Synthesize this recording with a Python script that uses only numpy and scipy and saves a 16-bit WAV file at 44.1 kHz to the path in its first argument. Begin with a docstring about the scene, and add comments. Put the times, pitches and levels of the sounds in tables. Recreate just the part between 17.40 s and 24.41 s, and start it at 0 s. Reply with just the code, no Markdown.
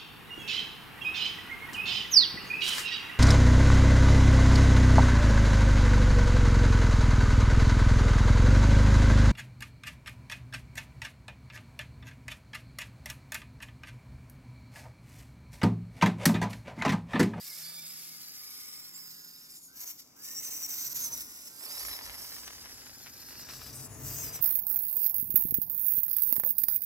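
"""A patio: a radio-controlled model tractor drives over it, backs round in a turn and drives off towards the lawn.
Its plastic gears whine and rasp from the buzz and slide of teeth, filtered differently forwards and in reverse.
The motor sings in faint tones, steering whirs slide in pitch, and the tyres crunch grit in noise and clicks.
Filtered noise and wavering tones make a low outdoor rumble that swells towards the end."""
import sys
import numpy as np
from scipy import signal
from scipy.fft import rfft, irfft
from scipy.io import wavfile
from scipy.ndimage import uniform_filter1d, map_coordinates

SR = 44100
rng = np.random.default_rng(int(sys.argv[2]) if len(sys.argv) > 2 else 0)


def persist_wave(psi):
    """Save psi, clipped to +-1, as 16-bit WAV."""
    counts = np.round(np.clip(psi, -1, 1) * 32767).astype(np.int16)
    wavfile.write(sys.argv[1], SR, np.atleast_2d(counts).T)


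N = 309141
TIME = np.arange(N) / SR
CRUISE_HZ = 1000  # reference rate of teeth meeting

# the tractor's path: (time [s], lag of the left ear [ms], left minus right level [dB], distance [m])
PATH = [(0, -0.011, 2, 0.8), (.5, 0.061, -0.5, 0.98), (1.2, .1, 0, 1.02), (1.9, 0.16, -0.5, 1.37),
        (2.25, 0.16, -1.5, 1.33), (2.8, .13, 0, 1.34), (3.3, 0.14, 0, 0.87), (3.7, .18, 1, 0.85),
        (4.25, 0.17, -0.5, 0.46), (4.7, 0.16, 1, 0.94), (5.4, 0.084, 0.5, 1.33), (6, 0.05, 0, 1.08),
        (6.45, -0.05, 2, 1.26), (7, 0.045, -0.5, 1.03)]
# gear speed at full throttle, before the sway of the lugs: (time [s], teeth meeting [per s])
SPEED = [(0, 970), (.07, 1110), (.19, 1080), (.33, 1140), (.56, 1120), (.7, 1090), (.82, 1030), (.96, 1010),
         (1.06, 1130), (1.25, 1075), (1.38, 1095), (1.6, 1075), (1.85, 950), (2.1, 930), (2.4, 1080),
         (2.5, 1080), (2.8, 900), (2.96, 950), (3.05, 1040), (3.25, 990), (3.39, 1050), (3.47, 1010),
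         (3.58, 1100), (3.8, 920), (4.24, 880), (4.43, 1120), (4.62, 980), (4.9, 1040), (5.72, 810),
         (5.98, 930), (6.25, 980), (6.6, 940), (7, 1010)]


def from_db(db):
    """Turn decibels into a gain."""
    return 10 ** (np.asarray(db) / 20)


def rms_one(x):
    """Scale a sound to an average (rms) level of 1."""
    return x / np.sqrt(np.mean(x ** 2) + 1e-20)


def in_time(rows):
    """Draw each column of a time table as a curve with a value at every sample."""
    s, *columns = np.transpose(rows)
    return [np.interp(TIME, s, column) for column in columns]


def drift(rate):
    """Smooth random wandering of spread 1 that changes about rate times a second."""
    r = np.exp(-40 * np.pi * rate / SR)
    # made at a twentieth of the sample rate; the first values let the filter settle
    noise = rng.standard_normal(N // 20 + 2002)
    slow = signal.lfilter([1], [1, -2 * r, r * r], noise)[2000:]
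    return np.interp(np.arange(N) / 20, np.arange(len(slow)), rms_one(slow))


def bump(s, half):
    """A smooth swell of height 1 around a moment; half is the time to fall to about a third."""
    return np.exp(-np.minimum(((TIME - s) / half) ** 2, 20))


def colour(x, points, size=8192):
    """Filter by a (Hz, dB) curve that falls away beyond its ends, with no sound before its cause."""
    hz, db = np.transpose(points)
    octave = np.log2(np.maximum(np.arange(size // 2 + 1), 1) * SR / size)
    known = np.log2(hz)
    beyond = np.abs(octave - np.clip(octave, known[0], known[-1]))
    response_db = np.interp(octave, known, db) - 20 * np.minimum(beyond, 2)
    # folding the cepstrum gives the filter its minimum phase
    cepstrum = irfft(np.log(from_db(response_db)))
    cepstrum[1:size // 2] *= 2
    cepstrum[size // 2 + 1:] = 0
    impulse = irfft(np.exp(rfft(cepstrum)))
    return signal.oaconvolve(np.atleast_2d(x), impulse[None], axes=1)[:, :N]


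def band(x, low_hz, high_hz):
    """Keep only the frequencies between two limits."""
    sos = signal.butter(4, [low_hz, min(high_hz, .48 * SR)], "band", fs=SR, output="sos")
    return signal.sosfilt(sos, x)


def evened(x, size=2205):
    """Hold the running level at 1, keeping the fast grain."""
    return x / np.sqrt(np.maximum(uniform_filter1d(x ** 2, size), 1e-12))


def sine(hz):
    """A tone of rms 1 that follows a pitch curve."""
    return np.sqrt(2) * np.sin(2 * np.pi * np.cumsum(hz * np.ones(N)) / SR)


def clicks(rows):
    """One single-sample click for each (time [s], level [dB])."""
    out = np.zeros(N)
    for s, db in rows:
        out[int(s * SR)] += from_db(db)
    return out


def stereo_noise(width):
    """White noise of rms 1; width is the part that differs between the ears."""
    mid, side = rng.standard_normal((2, N))
    return rms_one(mid + width * side * np.array([[1], [-1]]))


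def glides(rows, rough, hiss):
    """Rough tones that swell, slide in pitch and fade, each letting some hiss through."""
    out = np.zeros((2, N))
    for start, length, from_hz, to_hz, db in rows:
        progress = np.clip((TIME - start) / length, 0, 1)
        hz = (from_hz + (to_hz - from_hz) * progress) * (1 + rough * drift(294.0))
        out += from_db(db) * np.sin(np.pi * progress) * (sine(hz) + hiss)
    return out


def outdoor_noise(spectrum, width):
    """Coloured stereo noise of rms 1."""
    return rms_one(colour(stereo_noise(width), spectrum))


def rumble(deep_db=0.5, drone_db=0.0, upper_db=1.0, left_db=1.5):
    """Low air movement and far-off engine noise: three bands of noise and two wavering tones."""
    # far-off engine noise: (time [s], drone level [dB], upper rumble level [dB])
    engine_levels = [(0.0, -78, -71.5), (2.58, -81, -70), (3.73, -66, -60.5), (3.98, -80, -67.5),
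                     (4.53, -73, -65), (4.72, -69.5, -64.5), (5.74, -68.5, -64), (6.68, -45.5, -54.5),
                     (7.01, -51.5, -61.5)]
    # puffs of air on the microphone: (time of peak [s], half length [s], level [dB])
    gusts = [(3.663, 0.3, -72), (4.467, .07, -57), (4.725, 0.092, -58.5), (5.185, 0.2, -64.5),
             (5.55, 0.21, -69), (6.204, 0.31, -62), (6.682, 0.17, -56), (6.95, .15, -60)]
    # spectra of the moving air, the drone and the upper rumble: (frequency [Hz], level [dB])
    deep_colour = [(20, -56), (33, -19), (45, -7.5), (75, -3), (100, -14), (160, -39)]
    drone_colour = [(60, -17), (88, -11), (104, 4), (116, -7), (128, 6), (150, -6.5), (190, -18),
                    (300, -38)]
    upper_colour = [(120, -11), (180, -5.5), (260, 1.5), (330, -3.5), (420, -9), (600, -14.5),
                    (1200, -15.5)]
    # wavering tones: (frequency [Hz], level against the drone [dB])
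    wavering_tones = [(440, -17.5), (646, -19)]
    still_air_db = -81
    drone, upper = from_db(in_time(engine_levels))
    deep = from_db(still_air_db) + sum(from_db(db) * bump(s, half) for s, half, db in gusts)
    tones = sum(from_db(db + 2.0 * drift(29)) * sine(hz * (1 + 0.01414 * drift(10.6)))
                for hz, db in wavering_tones)
    out = from_db(deep_db) * deep * outdoor_noise(deep_colour, width=0.37)
    out += from_db(drone_db) * drone * (outdoor_noise(drone_colour, width=0.028) + tones)
    out += from_db(upper_db) * upper * outdoor_noise(upper_colour, width=0.42)
    return out * from_db([[left_db], [-left_db]])


def servo(hiss_db=3.0, overtone_db=-2.5):
    """Short sliding whirs, with an overtone a fifth above, as the front wheels are steered."""
    # whirs: (start [s], length [s], start pitch [Hz], end pitch [Hz], level [dB])
    whirs = [(2.094, 0.043, 8000, 7200, -58), (2.132, 0.076, 7340, 7230, -57),
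             (2.191, 0.12, 7310, 6500, -58.5), (6.33, 0.065, 7900, 8500, -51.5),
             (6.38, 0.056, 9030, 8200, -53.5), (6.383, 0.053, 5980, 5660, -65),
             (6.417, 0.064, 8170, 7260, -50.5), (6.462, 0.16, 7100, 6420, -58)]
    hiss = from_db(hiss_db) * rms_one(band(stereo_noise(0.6), 5200, 14600))
    overtones = [(s, length, from_hz * 3 / 2, to_hz * 3 / 2, db + overtone_db)
                 for s, length, from_hz, to_hz, db in whirs]
    return glides(whirs, rough=.025, hiss=hiss) + glides(overtones, rough=.02, hiss=0)


def small_cracks():
    """Lesser grains give way at random, in clumps, on the gritty stretch."""
    from_s, to_s, cracks_per_s = 4.2, 6.3, 90
    crack_db = 11.5  # against the rolling noise
    born = rng.random(N) < cracks_per_s * from_db(5 * drift(20)) / SR
    born = born & (TIME > from_s) & (TIME < to_s)
    return born * from_db(crack_db + rng.uniform(-6, 4, N)) * rng.choice([-1, 1], N)


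def splintered(rows, count=3):
    """Each (time [s], level [dB]) snap, with weaker splinters breaking away just before and after."""
    spread_s, splinter_db = .005, -11
    offsets = spread_s * rng.standard_normal((len(rows), count))
    splinters = [(s + offset, db + splinter_db)
                 for (s, db), around in zip(rows, offsets) for offset in around]
    return clicks(rows) + clicks(splinters)


def tyres(grains_per_s=700, size_db=2.5, scrub=1.0, width=1.0, level_db=2.0):
    """Treads scrub and crush fine grit; a large grain cracks with a tick and crumbles for a moment."""
    # rolling on the slabs, before level_db: (time [s], level [dB])
    rolling_levels = [(0.0, -70), (0.1, -67), (1.27, -70.5), (2.3, -81), (2.44, -62.5), (2.58, -74.5),
                      (3.08, -62), (3.42, -66), (3.73, -56.5), (3.86, -67.5), (4.2, -66), (4.22, -57.5),
                      (4.53, -54), (4.8, -58.5), (5.7, -67), (7.01, -53.5)]
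    # colour of the rolling: (frequency [Hz], level [dB])
    rolling_colour = [(200, -10), (400, 3), (750, 4), (1050, 5), (1500, 0), (2100, 1), (2600, -2),
                      (3800, -9), (6000, -3), (12000, -14)]
    # larger grains cracking under the treads: (time [s], snap level [dB], tick against the snap [dB])
    large_grains = [(4.209, -45, 8), (4.237, -43, 10), (4.265, -43, 0), (4.31, -42, 0), (4.38, -41, 0),
                    (4.431, -40, 8), (4.451, -35, 6), (4.485, -36, 1), (4.514, -39, 0), (4.53, -39, 0),
                    (4.563, -41, 0), (4.59, -35, -4), (4.612, -38, -4), (4.657, -43, 0), (4.675, -42, -2),
                    (4.697, -35, 0), (4.849, -44, 0), (4.926, -45, 0), (4.965, -42, -2), (4.984, -44, 0),
                    (5.078, -36, 11), (5.106, -43, 0), (5.132, -45, 0), (5.258, -41, -3), (5.295, -46, -2),
                    (5.459, -48, 2), (5.467, -44, -2), (5.496, -44, -3), (5.662, -42, -2), (5.669, -40, 6),
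                    (5.676, -46, 13), (5.887, -45, 0), (5.908, -45, 0), (5.928, -46, 5), (5.955, -45, 5),
                    (5.996, -46, 6), (6.089, -41, -3), (6.097, -43, 9), (6.103, -42, 8), (6.136, -42, 9),
                    (6.217, -41, -3)]
    # colours of a crack's body and of its tick: (frequency [Hz], level [dB])
    body_colour = [(200, -5), (600, 3.5), (1000, 8), (1400, 8.5), (2000, 11), (2800, 8), (4000, 6.5),
                   (5500, 3), (8000, -11), (15000, -24)]
    tick_colour = [(2500, -8), (4000, 2), (5500, 5), (7000, -4), (15000, -6)]
    body_db, tick_db = 14.5, 8.5  # gains of the body and the tick
    crumble, crumble_s = .04, .005  # strength against the snap, and time to die away
    rolling_db = in_time(rolling_levels)[0]
    born = rng.random(N) < grains_per_s * from_db(4 * drift(30)) / SR
    grain_db = size_db * np.minimum(rng.exponential(1, N), 4)
    grit = born * from_db(grain_db) * rng.choice([-1, 1], N)
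    rolling = evened(colour(rms_one(grit) + scrub * stereo_noise(width), rolling_colour))
    small = from_db(rolling_db) * small_cracks()
    snaps = splintered([(s, db) for s, db, _ in large_grains]) + small
    ticks = splintered([(s, db + bright_db) for s, db, bright_db in large_grains]) + small
    crumbling = signal.lfilter([crumble], [1, -np.exp(-1 / (crumble_s * SR))], snaps + 1e-18)
    cracks = snaps + crumbling * stereo_noise(width)
    out = from_db(rolling_db + level_db) * rolling
    out = out + from_db(body_db) * colour(cracks, body_colour)
    return out + from_db(tick_db) * colour(ticks, tick_colour)


def drive():
    """The throttle opens and closes; gives its opening and the gears' level, reverse share, rasp and lean."""
    # presses of the throttle: (start [s], stop [s], time to take up load [s], gear level [dB],
    # share of load on the reverse flanks [0-1], extra rasp [dB], rasp raised left and lowered right [dB])
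    presses = [(-.3, 2.17, .11, -2, 0, 0, -0.5), (2.325, 2.51, .085, 3, .5, 3, 0),
               (2.57, 2.603, .025, 0, .15, -2, -0.5), (2.76, 3.82, .085, 4, 0.39, 3, -2.5),
               (3.73, 4.08, 0.17, -5, 0.33, 2.5, -1.5), (4.086, 5, 0.14, -4.5, 0, 3.5, -3.5),
               (4.56, 6.3, 0.074, 0.5, 0.09, -1.5, -0.5), (6.26, 6.44, .05, -4.5, .15, 0, 0),
               (6.57, 6.96, 0.087, 2, 0.47, 7, 0.5)]
    # the teeth lose their load for a moment: (time [s], half length [s], dip [dB])
    slacks = [(0.048, 0.018, -2.5), (1.284, 0.027, -1), (1.497, 0.038, -2.5), (2.452, 0.0064, -9),
              (2.942, .006, -3), (3.02, .006, -5), (3.1, .006, -6), (3.195, .018, -3), (3.274, .008, -6),
              (3.49, .015, -4.5), (3.54, .0074, -9.5), (3.703, .0092, -8.5), (4.606, 0.022, -5.5),
              (4.7, .06, -3.5), (5.48, .04, -0.5), (6.916, .014, -8)]
    run_down_s, idle_db = .027, -8  # the drive runs down and ticks over between presses
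    start, stop, take_up_s, level_db, *columns = np.transpose(presses)[:, :, None]
    taken_up = np.clip((np.minimum(TIME, stop) - start) / take_up_s, 0, 1)
    held = taken_up * np.exp(-np.clip((TIME - stop) / run_down_s, 0, 20))
    throttle = np.minimum(held.sum(0), 1)
    share = held / held.sum(0)
    power = np.sum((held * from_db(level_db)) ** 2, 0) + from_db(idle_db) ** 2
    slack_db = sum(db * bump(s, half) for s, half, db in slacks)
    gear_db = 10 * np.log10(power) + slack_db
    return throttle, gear_db, *(np.sum(share * column, 0) for column in columns)


def motor(throttle, waver=0.0193, flicker_db=1.5):
    """Current chopped at a steady pitch sings; the turning armature adds a tone above and one below."""
    # the armature cruises, stops and spins up again:
    # (time [s], commutation rate [Hz], upper tone level [dB], lower tone level [dB])
    armature = [(0, 232, -73, -76), (.45, 255, -73, -74), (.85, 218, -77, -75), (1.2, 235, -79, -73),
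                (1.55, 225, -78, -79), (1.8, 210, -72.5, -79), (2.12, 195, -73.5, -80),
                (2.17, 150, -95, -98), (2.265, 25, -95, -98), (2.29, 50, -68, -76), (2.37, 190, -68, -76),
                (2.45, 330, -85, -95), (2.74, 60, -98, -98), (2.77, 110, -67, -76), (2.81, 235, -68, -80),
                (2.91, 395, -62, -80), (3, 435, -73, -80), (3.55, 490, -72, -82), (3.8, 350, -80, -90),
                (4.07, 30, -95, -98), (4.1, 70, -68, -76), (4.17, 155, -67, -76), (4.3, 200, -76, -85),
                (5.3, 200, -74, -85), (5.5, 160, -72, -82), (5.7, 141, -68.5, -80), (6, 195, -69, -82),
                (6.27, 239, -68, -82), (6.4, 180, -90, -98)]
    # switching tones of the speed controller at 1 m: (frequency [Hz], level [dB])
    switching_tones = [(1450, -77), (2900, -80)]
    # short swells of the chopping tone around three of the motor's starts:
    # (time of peak [s], half length [s], level [dB])
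    chop_swells = [(2.31, .035, -72), (2.85, .08, -68), (4.12, .035, -72)]
    # drone of the rolling body: (time [s], level [dB])
    body_levels = [(0, -76), (.35, -67.5), (.8, -73), (1.2, -82), (1.6, -70), (2.1, -79.5), (2.3, -80),
                   (7, -102)]
    body_hz = 166.6
    turn_hz, upper_db, lower_db = in_time(armature)
    turn_hz = turn_hz * (1 + waver * drift(56.7))
    chop_hz = switching_tones[0][0]
    song = sum(from_db(db + flicker_db * drift(5.4)) * sine(chop_hz + side * turn_hz)
               for side, db in ((1, upper_db), (-1, lower_db)))
    # the switching tones sound only while the controller feeds the drive
    switching = sum(from_db(db + 2.5 * drift(8)) * sine(tone_hz * (1 + .001 * drift(30)))
                    for tone_hz, db in switching_tones)
    switching = throttle / in_time(PATH)[2] * switching
    swells = sum(from_db(db) * bump(s, half) for s, half, db in chop_swells) * sine(chop_hz)
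    body_gain = from_db(in_time(body_levels)[0] + 2 * drift(13.0))
    body = body_gain * sine(body_hz * (1 + 0.0524 * drift(48.5)))
    return song + swells + switching + body


def squeals(hiss_db=-26.0):
    """Binding teeth shriek briefly, with a weaker partner a fourth above."""
    # shrieks: (start [s], length [s], start pitch [Hz], end pitch [Hz], level [dB])
    shrieks = [(0.222, 0.054, 4160, 4750, -49.5), (.255, 0.033, 4570, 4200, -55),
               (0.189, 0.4, 3540, 3690, -60), (2.46, 0.041, 7120, 5290, -49),
               (2.94, 0.078, 5420, 5980, -40), (3.025, 0.066, 6470, 5980, -42),
               (3.217, 0.056, 5980, 5570, -39.5), (3.1, 0.044, 6400, 6080, -42.5),
               (3.155, .03, 6120, 5850, -45), (3.288, 0.052, 6230, 5860, -43),
               (3.371, 0.069, 6180, 6330, -44.5), (3.45, 0.04, 6000, 5650, -41.5),
               (3.6, 0.084, 6688, 5970, -35.5), (3.715, 0.041, 6390, 5690, -37),
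               (4.27, .095, 4450, 5650, -46), (4.295, .075, 6100, 7200, -55),
               (4.362, .055, 4700, 6500, -46), (4.385, .06, 4800, 4500, -49),
               (4.435, .045, 5300, 6050, -50), (4.434, .05, 6700, 7500, -50),
               (4.487, .1, 5560, 5060, -47.5), (4.497, .07, 4100, 3870, -51),
               (4.607, 0.051, 4920, 4690, -49), (4.278, 0.17, 3630, 4170, -55),
               (6.64, 0.19, 4660, 5120, -53), (6.799, 0.16, 5200, 4740, -52), (6.75, 0.1, 6800, 6150, -45),
               (6.92, 0.065, 6330, 5750, -43.5)]
    partner_db = -11
    hiss = from_db(hiss_db) * rms_one(band(stereo_noise(0.37), 5800, 9500))
    partners = [(s, length, from_hz * 4 / 3, to_hz * 4 / 3, db + partner_db)
                for s, length, from_hz, to_hz, db in shrieks]
    return glides(shrieks, rough=.011, hiss=hiss) + glides(partners, rough=.01, hiss=0)


def mesh_rate(throttle):
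    """Teeth meeting per second: slower off the throttle; tread lugs lift and drop the wheels in scallops."""
    idle_slowing = .18  # share of the speed lost off the throttle
    lugs_per_s, lug_sway = 10.5, .075  # lug rate at cruising speed, sway as a share of the speed
    hz = in_time(SPEED)[0] * (1 - idle_slowing * (1 - throttle))
    lugs = np.cumsum(lugs_per_s * hz / CRUISE_HZ * (1 + .3 * drift(5))) / SR
    return hz * (1 + lug_sway * (np.abs(np.sin(np.pi * lugs)) - 2 / np.pi))


def mesh_tone(mesh_hz):
    """The second harmonic of the meeting teeth: a rough tone that wavers with every lug."""
    # (time [s], level [dB])
    tone_levels = [(0, -66), (.23, -65), (.33, -72), (.6, -71), (.85, -76), (1.1, -69.5), (1.4, -68),
                   (1.65, -73), (2.1, -77), (4.2, -73), (5.4, -79), (6.3, -75)]
    gain = from_db(in_time(tone_levels)[0] + 2.5 * drift(25))
    return gain * sine(2 * mesh_hz * (1 + .014 * drift(30) + .02 * drift(250)))


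def casing_song(sway):
    """Chattering teeth sing in strands that weave round one pitch and follow the sway of the gears."""
    # pitch of the forward whine, before the sway: (time [s], pitch [Hz])
    whine_pitch = [(0, 4950), (.11, 5280), (.16, 4950), (.21, 5330), (.28, 4700), (.42, 5070), (.5, 4830),
                   (.6, 5300), (.76, 5030), (.84, 5230), (.88, 4980), (1.04, 5300), (1.12, 5100),
                   (1.42, 5400), (1.7, 5050), (1.9, 5230), (2.1, 5080), (4.1, 5250), (4.22, 5050),
                   (4.38, 5200), (4.49, 5550), (4.56, 5200), (4.63, 5450), (4.71, 4800), (4.79, 5280),
                   (4.85, 5100), (4.95, 5270), (5.17, 4780), (5.3, 5150), (5.6, 4920), (5.9, 4900),
                   (6.3, 4960)]
    # one strand to each pair of wheels: (level [dB], wander [share of the pitch], flicker [dB])
    strands = [(0, .016, 3.5), (-3.5, .035, 5), (-5, .05, 5), (-8, .07, 5)]
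    # focused when cruising, frayed when the gears surge or labour:
    # (time [s], share against the grind [ratio], spread of the strands [factor])
    focus = [(0, .9, 1), (.5, .9, 1), (.62, .45, 1.5), (.8, .8, 1), (1.3, 1, 1), (2.1, .9, 1),
             (4.25, .9, .7), (4.29, .25, 2), (4.47, .25, 2), (4.52, .7, 1), (4.6, .45, 1.5), (4.8, .7, 1),
             (5, .7, 1), (5.3, .45, 1.6), (5.75, .45, 1.6), (6, .8, 1.6), (6.3, .8, 1.6), (6.37, .2, 2)]
    hz = in_time(whine_pitch)[0] * np.sqrt(sway)
    share, spread = in_time(focus)
    weave = sum(from_db(db + flicker_db * drift(14))
                * sine(hz * (1 + spread * wander * drift(14) + .01 * drift(300)))
                for db, wander, flicker_db in strands)
    return share * rms_one(weave)


def tooth_contact(mesh_hz, throttle, reverse, flutter_db=6.5, bite=0.41, uneven_db=1.0, width=0.41,
                  count=18, order=6):
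    """Teeth strike in a buzz of harmonics and slide with a rasp that pulses at the same rate."""
    # how much of the buzz survives at each pitch: (frequency [Hz], level [dB])
    tone_share = [(1100, -6), (2200, -1), (3200, -3), (4100, -1), (5000, 2), (6300, -2), (8200, -3),
                  (10000, -5), (15500, -10)]
    forward_db, reverse_db = -4, -15  # buzz under forward and full reverse load
    squeal_db, partner_db = -3.5, -3  # squeal in full reverse, and its partner two harmonics higher
    buzz_db = forward_db + (reverse_db - forward_db) * reverse
    # eccentric wheels sway the rate, play between the teeth jitters it
    phase = 2 * np.pi * np.cumsum(mesh_hz * (1 + .007 * drift(30) + .007 * drift(250))) / SR
    buzz = sum(np.cos(k * phase + rng.uniform(0, 2 * np.pi)) * from_db(flutter_db * drift(17.0))
               for k in range(1, count))
    buzz = colour(rms_one(buzz), tone_share)
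    # under reverse load one harmonic locks on to the casing and squeals
    partner = from_db(partner_db) * rms_one(np.cos((order + 2) * phase))
    squeal = reverse ** 2 * (rms_one(np.cos(order * phase)) + partner)
    slide = rms_one(stereo_noise(width) * np.exp(bite * np.cos(phase)))
    strikes = throttle * (from_db(buzz_db) * buzz + from_db(squeal_db) * squeal)
    return (strikes + slide) * from_db(uneven_db * drift(170))


def gearbox(throttle, level_db, reverse, extra_rasp_db, rasp_left_db, whine_db=-50.0, rasp_db=-50.0,
            chassis_db=-62.5, shake_db=1.0):
    """The teeth ring the casing; reversing loads their other flanks and wakes other resonances."""
    # casing response forwards and in reverse, and chassis ring: (frequency [Hz], level [dB])
    forward_colour = [(2800, -31), (3550, -10.5), (4200, -8), (4650, -3.5), (5100, 0), (5700, -4.5),
                      (7200, -7), (9300, -15.5), (10400, -10), (11200, -5), (12000, -2.5), (13000, -5),
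                      (14200, -10), (15500, -6)]
    reverse_colour = [(2800, -10.5), (4200, -1.5), (5200, -7), (5850, 8.5), (6350, 0.5), (7000, -3),
                      (8100, -5), (8700, -16), (9500, -26), (10700, -14), (12000, 0), (13300, -4),
                      (14400, 3.5), (15500, 4)]
    chassis_ring = [(900, -19.5), (1200, -14.5), (1750, -12), (2200, -9), (2500, -11), (2900, -12.5),
                    (3600, -17)]
    # play between the teeth snapping shut: (time [s], click level before the filter [dB])
    backlash = [(2.41, -27), (2.877, -27), (3.459, -23)]
    whine_rise_db, rasp_rise_db = 13, 18  # faster gears are louder: dB per octave of speed
    reverse = np.clip(reverse, 0, 1)
    mesh_hz = mesh_rate(throttle)
    octaves = np.log2(mesh_hz / CRUISE_HZ)
    contact = tooth_contact(mesh_hz, throttle, reverse)
    casing = (1 - reverse) * colour(contact, forward_colour) + reverse * colour(contact, reverse_colour)
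    # the clear tones die as soon as the forward flanks lose their load
    forwards = throttle * np.clip(1 - 3 * reverse, 0, 1)
    song = forwards * casing_song(mesh_hz / in_time(SPEED)[0])
    grind = evened(band(casing, 1700, 8180))
    whine = from_db(whine_db + whine_rise_db * octaves) * evened(grind + song)
    rasp_gain = from_db(rasp_db + extra_rasp_db + rasp_rise_db * octaves)
    rasp = rasp_gain * evened(band(casing, 8250, 15100)) * from_db([rasp_left_db, -rasp_left_db])
    chassis = from_db(chassis_db + rasp_rise_db * octaves) * evened(colour(contact, chassis_ring))
    distance_m = in_time(PATH)[2]
    running = (whine + rasp + chassis) * from_db(level_db + shake_db * drift(27)) / distance_m
    return running + forwards * mesh_tone(mesh_hz) + band(clicks(backlash), 3510, 14500)


def shifting_echoes(x, t60_s, size):
    """Dense echoes made of decaying noise, each random pattern fading into the next."""
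    hop = int(.3 * SR)  # a new pattern every 0.3 s
    fade = np.sin(np.pi * np.arange(2 * hop) / (2 * hop))
    out = np.zeros((2, N + 3 * hop + size))
    padded = np.pad(x, ((0, 0), (hop, 2 * hop)))
    for i in range(0, N + hop, hop):
        tails = rng.standard_normal((2, size)) * from_db(-60 * TIME[:size] / t60_s)
        tails /= np.sqrt(np.sum(tails ** 2, axis=1, keepdims=True))
        echoes = signal.fftconvolve(padded[:, i:i + 2 * hop] * fade, tails, axes=1)
        out[:, i:i + 2 * hop + size - 1] += echoes
    return out[:, hop:hop + N]


def at_microphones(x, size=2048):
    """Ears differ in time and level; wheels and slabs scatter treble, the house wall adds a faint tail."""
    # treble scattered close by: (frequency [Hz], level against the direct sound [dB])
    scatter_colour = [(1000, -16), (3500, -12), (6000, -8), (9000, -4), (15000, -3)]
    scatter_t60_s, garden_t60_s = .008, 0.038  # time for the echoes to fall by 60 dB
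    garden_db = -12
    lag_ms, pan_db, _ = in_time(PATH)
    delay = lag_ms * SR / 1000 / 2  # samples: half the lag on each ear
    direct = np.array([map_coordinates(ear, [np.arange(N) - side * delay], order=5, mode="nearest")
                       for ear, side in zip(x, (1, -1))])
    near = colour(shifting_echoes(x, scatter_t60_s, size), scatter_colour)
    garden = from_db(garden_db) * shifting_echoes(x, garden_t60_s, size)
    return (direct + near + garden) * from_db([pan_db / 2, -pan_db / 2])


def scene(gears_db=-0.08):
    """The tractor on its path, in the open air."""
    throttle, level_db, reverse, extra_rasp_db, rasp_left_db = drive()
    gears = gearbox(throttle, level_db, reverse, extra_rasp_db, rasp_left_db) + squeals() + servo()
    tractor = from_db(gears_db) * gears + motor(throttle) + tyres()
    return at_microphones(tractor) + rumble()


def record(dry):
    """Cut the top steeply above 15.8 kHz."""
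    return signal.sosfilt(signal.ellip(12, .1, 80, 15800, fs=SR, output="sos"), dry)


dry = scene()
out = record(dry)
persist_wave(out)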